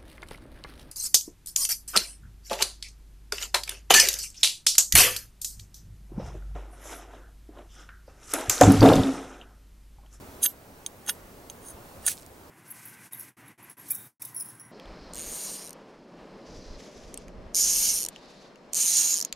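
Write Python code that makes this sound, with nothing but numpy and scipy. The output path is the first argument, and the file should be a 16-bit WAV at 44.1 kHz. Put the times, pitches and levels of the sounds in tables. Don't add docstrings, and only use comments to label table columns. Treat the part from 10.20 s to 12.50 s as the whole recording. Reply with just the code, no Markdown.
import sys
import numpy as np
from scipy import signal
from scipy.fft import rfft, irfft, next_fast_len
from scipy.io import wavfile
from scipy.ndimage import uniform_filter1d, minimum_filter1d

SR = 44100
rng = np.random.default_rng(int(sys.argv[2]) if len(sys.argv) > 2 else 0)


def amplitude_ratio(level_db):
    exponent = np.asarray(level_db, float) / 20
    return 10 ** exponent


def generate_wav(signal):
    frames = np.transpose(np.atleast_2d(signal))
    scaled = np.clip(frames, -1, 1) * 32767
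    pcm = np.round(scaled).astype(np.int16)
    wavfile.write(sys.argv[1], SR, pcm)


N = 101429

# frequency in Hz, level in dB.
WOODS_TONE = [(15, -34), (25, -18.5), (53, 4), (108, -4), (175, -3.5), (600, -5.5), (1000, -9.5),
              (3400, -23.5), (16000, -26)]
# frequency in Hz, coherence from 0 to 1.
WOODS_SAME = [(60, 1), (180, 1), (550, 0.97), (1650, 0.027), (4970, 0.61), (15000, 0.85)]
# frequency in Hz, phase in radians.
WOODS_LEAD = [(0, 0), (1810, 0.99), (4570, 0.39), (7750, 0.41), (9560, 0.54), (16500, -0.0)]
# frequency in Hz, left over right in dB.
WOODS_LEAN = [(60, 0), (380, -0.9), (2380, -0.5), (15000, -2.5)]
# pitch in Hz, level in dB, start in seconds, end in seconds.
MOTOR = [
    (279.4, -59.5, 0, 0.65),
]
# centre time in seconds, level in dB, pitch in Hz.
THUMPS = [
    (0.092, -42, 71),
    (.165, -46, 72),
    (1.045, -43.5, 45),
    (1.547, -38, 67),
    (1.79, -46, 70),
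]

# time in seconds, pressure in dB, load on the handle in dB.
STROKES = [
    [(.212, -49, -10), (.222, -29.5, -19), (.229, -19, -48), (.236, -14, -45), (.243, -13, -30),
     (.253, -18.5, -19.5), (.26, -10.5, -15), (.266, -31, -39), (.272, -59, -16)],
    [(.858, -73, -17), (.864, -41, -3), (.87, -57, -33), (.875, -51, 11), (.885, -32, -14),
     (.893, -27.5, 7), (.899, -28, -6), (.903, -37, -3), (.92, -65, 8)],
    [(1.41, -69, -6), (1.44, -55.5, -4), (1.478, -48.5, -26), (1.5, -46.5, -14), (1.516, -63, -8),
     (1.525, -54, -11)],
    [(1.82, -61, -6), (1.83, -64, 4), (1.846, -52, 3), (1.862, -33, -17), (1.866, -45, 3),
     (1.876, -29.5, -5.5), (1.883, -28.5, -0.5), (1.888, -34, -30), (1.895, -49, -12)],
]
SPOTS = [
    (-30, -6, -5, -15, -17),
    (-26, -8, -4, -12, -15),
    (-26, -11, -1, -14, -28),
    (-24, -8, -1, -18, -18),
    (-15, -1, -5, -28, -20),
    (-14, -2, -6, -16, -15),
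]
SCRATCH_DB = [-10, 2, -6, 1.5]
RUB_DB = [-10.5, -5, 5, -6]
GRIP = [1.15, 1.05, .95, 1.0, .7, .85]
# pitch factor as a ratio, body in dB, top in dB.
TINT = [
    (1.1, -1, 7),
    (1.08, -6, 11),
    (.97, 6, -2),
    (1.0, 0, 6),
    (1.04, 11, 10),
    (.86, 11, 3),
]
# pitch in Hz, time to fall 60 dB in seconds.
BLADE = [(3830, .018), (6390, .027), (9470, .05), (12410, .09), (15310, .09)]
# pitch in Hz, level in dB, time to fall 60 dB in seconds.
EDGE = [(4700, -6, 0.014), (7950, -33.5, 0.036), (8500, -2, 0.042), (11560, 4, 0.015), (13600, -9, 0.026)]
# pitch in Hz, level in dB, time to fall 60 dB in seconds.
HANDLE = [(816, -1.5, 0.058), (1470, -6.5, 0.018), (1747, -5.5, 0.024), (2900, -9.5, 0.029),
          (3288, -4, 0.0098), (3725, -9.5, 0.028), (4540, -10.5, 0.005), (5200, -13.5, 0.014)]
# time in seconds, crack in dB, blade ring in dB, handle knock in dB,
# handle colour in Hz.
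SLIPS = [
    [(.2285, -28, -14, -26, 3800), (.2325, -27, -10, -10, 3650), (.2385, -14, 3, -26, 3300),
     (.2435, -24, 0, -22, 3100), (.2545, -24, -5, -19, 1500), (.2615, -18, 2.5, -3, 3250)],
    [(.8635, -35, -30, -35, 3000), (.8722, -30, -23, -24, 1700), (.8795, -36, -16, -17, 3400),
     (.886, -29, -14, -13, 800), (.8912, -26, -12, -10, 1400), (.8945, -23, -8, -8, 1750),
     (.8955, -22, -7, -9, 2900), (.8992, -24, -6, -22, 4600)],
    [(1.4845, -44, -30, -36, 4500), (1.503, -52, -32, -41, 5000), (1.514, -56, -30, -44, 5000)],
    [(1.8265, -56, -33, -50, 3600), (1.858, -29, -22, -40, 4800), (1.8645, -10, -3, -18, 3500),
     (1.8685, -26, -4, -20, 3100), (1.8745, -30, -6, -15, 1750), (1.8785, -28, -5, -13, 1200),
     (1.8808, -32, -5, -9, 3800), (1.882, -34, -6, -11, 1850), (1.8842, -11, -10, -24, 5200)],
    [(.6627, -22, -9, -13, 3250), (.6636, -25, -12, -9, 3850)],
    [(1.299, -33, -18, -21, 3200)],
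]
TOUCH = [
    [(1, 9, 8, 3), (4, 8, 6, 9), (-15, -3, 11, 0), (-9, 1, 7.5, 1), (4.5, -15, 8, 7), (-4.5, -12, 15, -7)],
    [(0, 1, -10, 0), (7, 3, -4, 3), (10, -12, -6, -6), (9, 2, 2, 0), (8, 0, 3, 0), (6, 0, 6, 0),
     (8, 0, 7, 0), (-14, 4, 5, 1)],
    [(15, 0, 2, 0), (4, 0, -3, 0), (7, 1, -8, 0)],
    [(-8, 0, -6, -6), (-8, 2, 8, -8), (-1, 2, 4, 0), (-3, 2, 0, -5), (-7, 0, 2, -2), (6, 0, -3, 2),
     (5, 0, -3, 2), (6, 0, -3, 2), (-3, 2, 0, 14)],
    [(0, 1.8, 3, -3), (0, 0.7, 6, 2)],
    [(0, -1.8, 0, 0)],
]
# frequency in Hz, density in dB per Hz.
SCRATCH_TONE = [(590, -82), (1000, -37), (2360, -17), (3460, -9.5), (4520, -8.5), (9280, 20), (11200, -3.5),
                (16000, -4)]

# start in seconds, flare in seconds, burn in seconds, level in dB, fall in dB.
SPARKS = [
    (0.254, 0.01, 0.08, -42, -12),
    (.89, 0.021, 0.071, -52.5, -6),
    (1.852, .04, 0.065, -27, -19),
    (1.915, 0.016, 0.12, -50, -14),
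]
# frequency in Hz, level in dB.
FIZZ_TONE = [(700, -16), (1200, -14), (2500, -3), (5000, -2), (8500, 5), (11500, 5), (13500, -3),
             (16000, -7)]
# time in seconds, level in dB, centre frequency in Hz.
POPS = [(1.9045, -30, 9000), (1.9125, -28, 11000), (1.934, -36, 5000), (1.954, -40, 12000),
        (1.9705, -34, 8500), (1.9775, -35, 5500), (1.9845, -39, 9000), (1.991, -41, 7000),
        (1.997, -41, 6000), (2.008, -43, 9500), (2.015, -43, 9500), (2.023, -41, 8000), (2.031, -41, 5000),
        (2.0635, -36, 9500)]

# frequency in Hz, phase in radians.
NEAR_LEAD = [(300, 0.82), (600, 1), (1200, 1), (2300, 0.41), (5000, .05), (15000, .01)]
# frequency in Hz, left over right in dB.
NEAR_LEAN = [(60, 0), (240, 2), (950, 0.5), (3770, -3.5), (15000, -3)]


def evened(x):
    return x / np.sqrt(np.mean(x ** 2) + 1e-20)


def read(points, hz):
    f, value = np.transpose(points)
    return np.interp(np.log(hz + 30), np.log(f + 30), value)


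def colour(x, points):
    log_gain = np.log(amplitude_ratio(read(points, np.fft.rfftfreq(1024, 1 / SR))))
    mirrored = np.r_[log_gain, log_gain[-2:0:-1]]
    taps = np.fft.ifft(np.exp(np.conj(signal.hilbert(mirrored)))).real[:512]
    return signal.oaconvolve(x, taps / np.linalg.norm(taps))[:len(x)]


def ring(x, modes):
    t = np.arange(SR // 5) / SR
    rise = 1 - np.exp(-t / 0.0004)
    response = np.zeros(len(t))
    for hz, db, t60 in modes:
        sine = amplitude_ratio(-60 * t / t60) * rise * np.sin(2 * np.pi * hz * t)
        response += amplitude_ratio(db) * sine / np.linalg.norm(sine)
    return signal.oaconvolve(x, response)[:len(x)]


def grains(per_s, spread_db):
    chance, size, sign = rng.random((N, 3)).T
    height = amplitude_ratio(spread_db * np.minimum(-np.log(size + 1e-9), 4))
    return evened((chance < per_s / SR) * height * (sign - .5))


def burst(s, length_s, noise):
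    t = np.arange(N) / SR - s
    return np.where(t >= 0, np.exp(-np.abs(t) / length_s), 0) * noise


def woods_bed():
    frames, hz = N // 256 + 5, np.fft.rfftfreq(1024, 1 / SR)
    a, b, c, d, patches = rng.standard_normal((frames, 513, 5)).T
    patches = evened(uniform_filter1d(uniform_filter1d(patches, 8, 0), 16, 1))
    same = np.clip(read(WOODS_SAME, hz), 0, 1)[:, None]
    left, other = a + 1j * b, c + 1j * d
    offset = np.exp(-1j * read(WOODS_LEAD, hz)) / amplitude_ratio(read(WOODS_LEAN, hz))
    right = (same * left + np.sqrt(1 - same ** 2) * other) * offset[:, None]
    spectrum = np.array([left, right]) * amplitude_ratio(read(WOODS_TONE, hz)[:, None] + 0.88 * patches)
    bed = signal.istft(spectrum, nperseg=1024, noverlap=768)[1][:, :N]
    return amplitude_ratio(-46) * evened(bed)


def distant_motor():
    t, out = np.arange(N) / SR, np.zeros(N)
    for hz, db, start, end in MOTOR:
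        fade = np.clip((end - t) / 0.14, 0, 1)
        waver = 0.54 * np.sin(2 * np.pi * 5.0 * t)
        throb = 1 + 0.28 * np.sin(2 * np.pi * 8.0 * t)
        out += amplitude_ratio(db + 3.5) * fade * np.sin(2 * np.pi * hz * (t - start) + waver) * throb
    return out


def camera_whine():
    return amplitude_ratio(-68) * np.sin(2 * np.pi * 15734 * np.arange(N) / SR)


def body_thumps():
    t, out = np.arange(N) / SR, np.zeros(N)
    for s, db, hz in THUMPS:
        swell = np.exp(-.5 * ((t - s) * hz / 0.38) ** 2)
        out += amplitude_ratio(db) * swell * np.sin(2 * np.pi * hz * (t - s))
    return out


def glove_catch():
    catch_s, fade_s = 1.888, .004
    return np.exp(-np.maximum(np.arange(N) / SR - catch_s, 0) / fade_s)


def grit_rub(k, grit, modes):
    s, press_db, load_db = np.transpose(STROKES[k])
    t = np.arange(N) / SR
    rub = grit * amplitude_ratio(np.interp(t, s, press_db, -120, -120))
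    handle = ring(rub * amplitude_ratio(np.interp(t, s, load_db)), HANDLE[1:])
    blade = amplitude_ratio(RUB_DB[k]) * ring(rub, modes) * glove_catch()
    return rub * amplitude_ratio(SCRATCH_DB[k]), handle + blade


def slip_ring(slip, touch, stop, modes):
    s, _, ring_db, handle_db, centre_hz = slip
    t = np.arange(N) / SR
    blow = 1. * (np.arange(N) == round(s * SR))
    *low, top = [(hz, db + more_db, t60) for (hz, db, t60), more_db in zip(modes, (0, *touch))]
    rung = ring(blow, low) * glove_catch() + ring(blow, [top])
    blade = amplitude_ratio(ring_db) * 2 * rung * np.exp(-np.maximum(t - stop, 0) / .001)
    near = [(hz, db - 6 * (np.log(hz / centre_hz) / 0.2) ** 2, t60) for hz, db, t60 in HANDLE]
    knock = (centre_hz, -4, .004)
    return blade + amplitude_ratio(handle_db) * ring(blow, near + [knock])


def tinted_scratch(k, scratch):
    factor, body_db, top_db = TINT[k]
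    tone = []
    for hz, db in SCRATCH_TONE:
        is_body, is_top = abs(np.log(hz / 4520)) < .1, hz > 12000
        tone.append((hz * factor, db + body_db * is_body + top_db * is_top))
    return colour(scratch, tone) + amplitude_ratio(-14.5) * ring(scratch, EDGE)


def knife():
    out = np.zeros(N)
    grit = grains(per_s=14000, spread_db=2.4)
    noise = np.sign(rng.standard_normal(N))
    for k, spot in enumerate(SPOTS):
        modes = [(hz, db, t60 * GRIP[k]) for (hz, t60), db in zip(BLADE, spot)]
        scratch = np.zeros(N)
        if k < len(STROKES):
            scratch, rung = grit_rub(k, grit, modes)
            out += rung
        stops = [slip[0] for slip in SLIPS[k][1:]] + [N]
        for slip, touch, stop in zip(SLIPS[k], TOUCH[k], stops):
            s, crack_db = slip[:2]
            scratch = scratch + amplitude_ratio(crack_db) * burst(s, .001, noise)
            out += slip_ring(slip, touch, stop, modes)
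        out += tinted_scratch(k, scratch)
    low_cut = signal.butter(N=4, Wn=600, btype="high", fs=SR, output="sos")
    return signal.sosfilt(low_cut, out)


def burning_shavings():
    t, burn = np.arange(N) / SR, np.zeros(N)
    for s, flare, length, db, fall_db in SPARKS:
        swell = np.clip((t - s) / flare, 0, 1) ** 2
        sag = amplitude_ratio(db + fall_db * np.clip((t - s - flare) / length, 0, 1) ** 2)
        burn += sag * swell * np.clip((s + flare + length - t) / 0.038, 0, 1)
    return colour(burn * grains(per_s=14000, spread_db=3), FIZZ_TONE)


def ember_pops():
    out, noise, width = np.zeros(N), rng.standard_normal(N), .8
    for s, db, hz in POPS:
        tone = [(hz * np.exp(-2 * width), -24), (hz * np.exp(-.5 * width), -3),
                (hz, 0), (hz * np.exp(width), -16)]
        out += colour(amplitude_ratio(db) * burst(s, .0012, noise), tone)
    return out


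def ports(x):
    size = next_fast_len(N + SR)
    hz, t = np.fft.rfftfreq(size, 1 / SR), np.arange(SR // 4) / SR
    half = np.sqrt(amplitude_ratio(read(NEAR_LEAN, hz))) * np.exp(.5j * read(NEAR_LEAD, hz))
    direct = irfft(rfft(x, size) * np.array([half, 1 / half]), size)[:, :N]
    echo_db, echo_t60 = -19, 0.046
    tail = rng.standard_normal((len(t), 2)).T * amplitude_ratio(-60 * t / echo_t60) * (t > .004)
    echo = signal.fftconvolve(x[None], tail / np.linalg.norm(tail[0]), axes=1)[:, :N]
    return direct + amplitude_ratio(echo_db) * echo


def scene():
    near = ports(knife() + burning_shavings() + ember_pops())
    far = woods_bed() + distant_motor() + camera_whine() + body_thumps()
    return near + far


def band_limit(x):
    return signal.sosfilt(signal.butter(12, 16970, fs=SR, output="sos"), x)


def record(dry):
    knee_db, squeeze, hold_s, recover_db_per_s = -36.5, 0.28, 0.18, 3
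    power = abs(uniform_filter1d((dry ** 2).mean(0), 3001, origin=1400))
    cut_db = squeeze * np.maximum(10 * np.log10(power + 1e-12) - knee_db, 0)
    hold = round(hold_s * SR) // 2 * 2 + 1
    held = -minimum_filter1d(-cut_db, hold, origin=hold // 2)
    recovery = np.arange(N) * recover_db_per_s / SR
    cut_db = np.maximum.accumulate(held + recovery) - recovery
    ducked = dry / amplitude_ratio(uniform_filter1d(cut_db, 2001, origin=1000))
    mix = signal.oaconvolve(ducked, signal.firwin(255, 16000, fs=SR)[None], "same")
    return band_limit(mix)


dry = scene()
out = record(dry)
generate_wav(out)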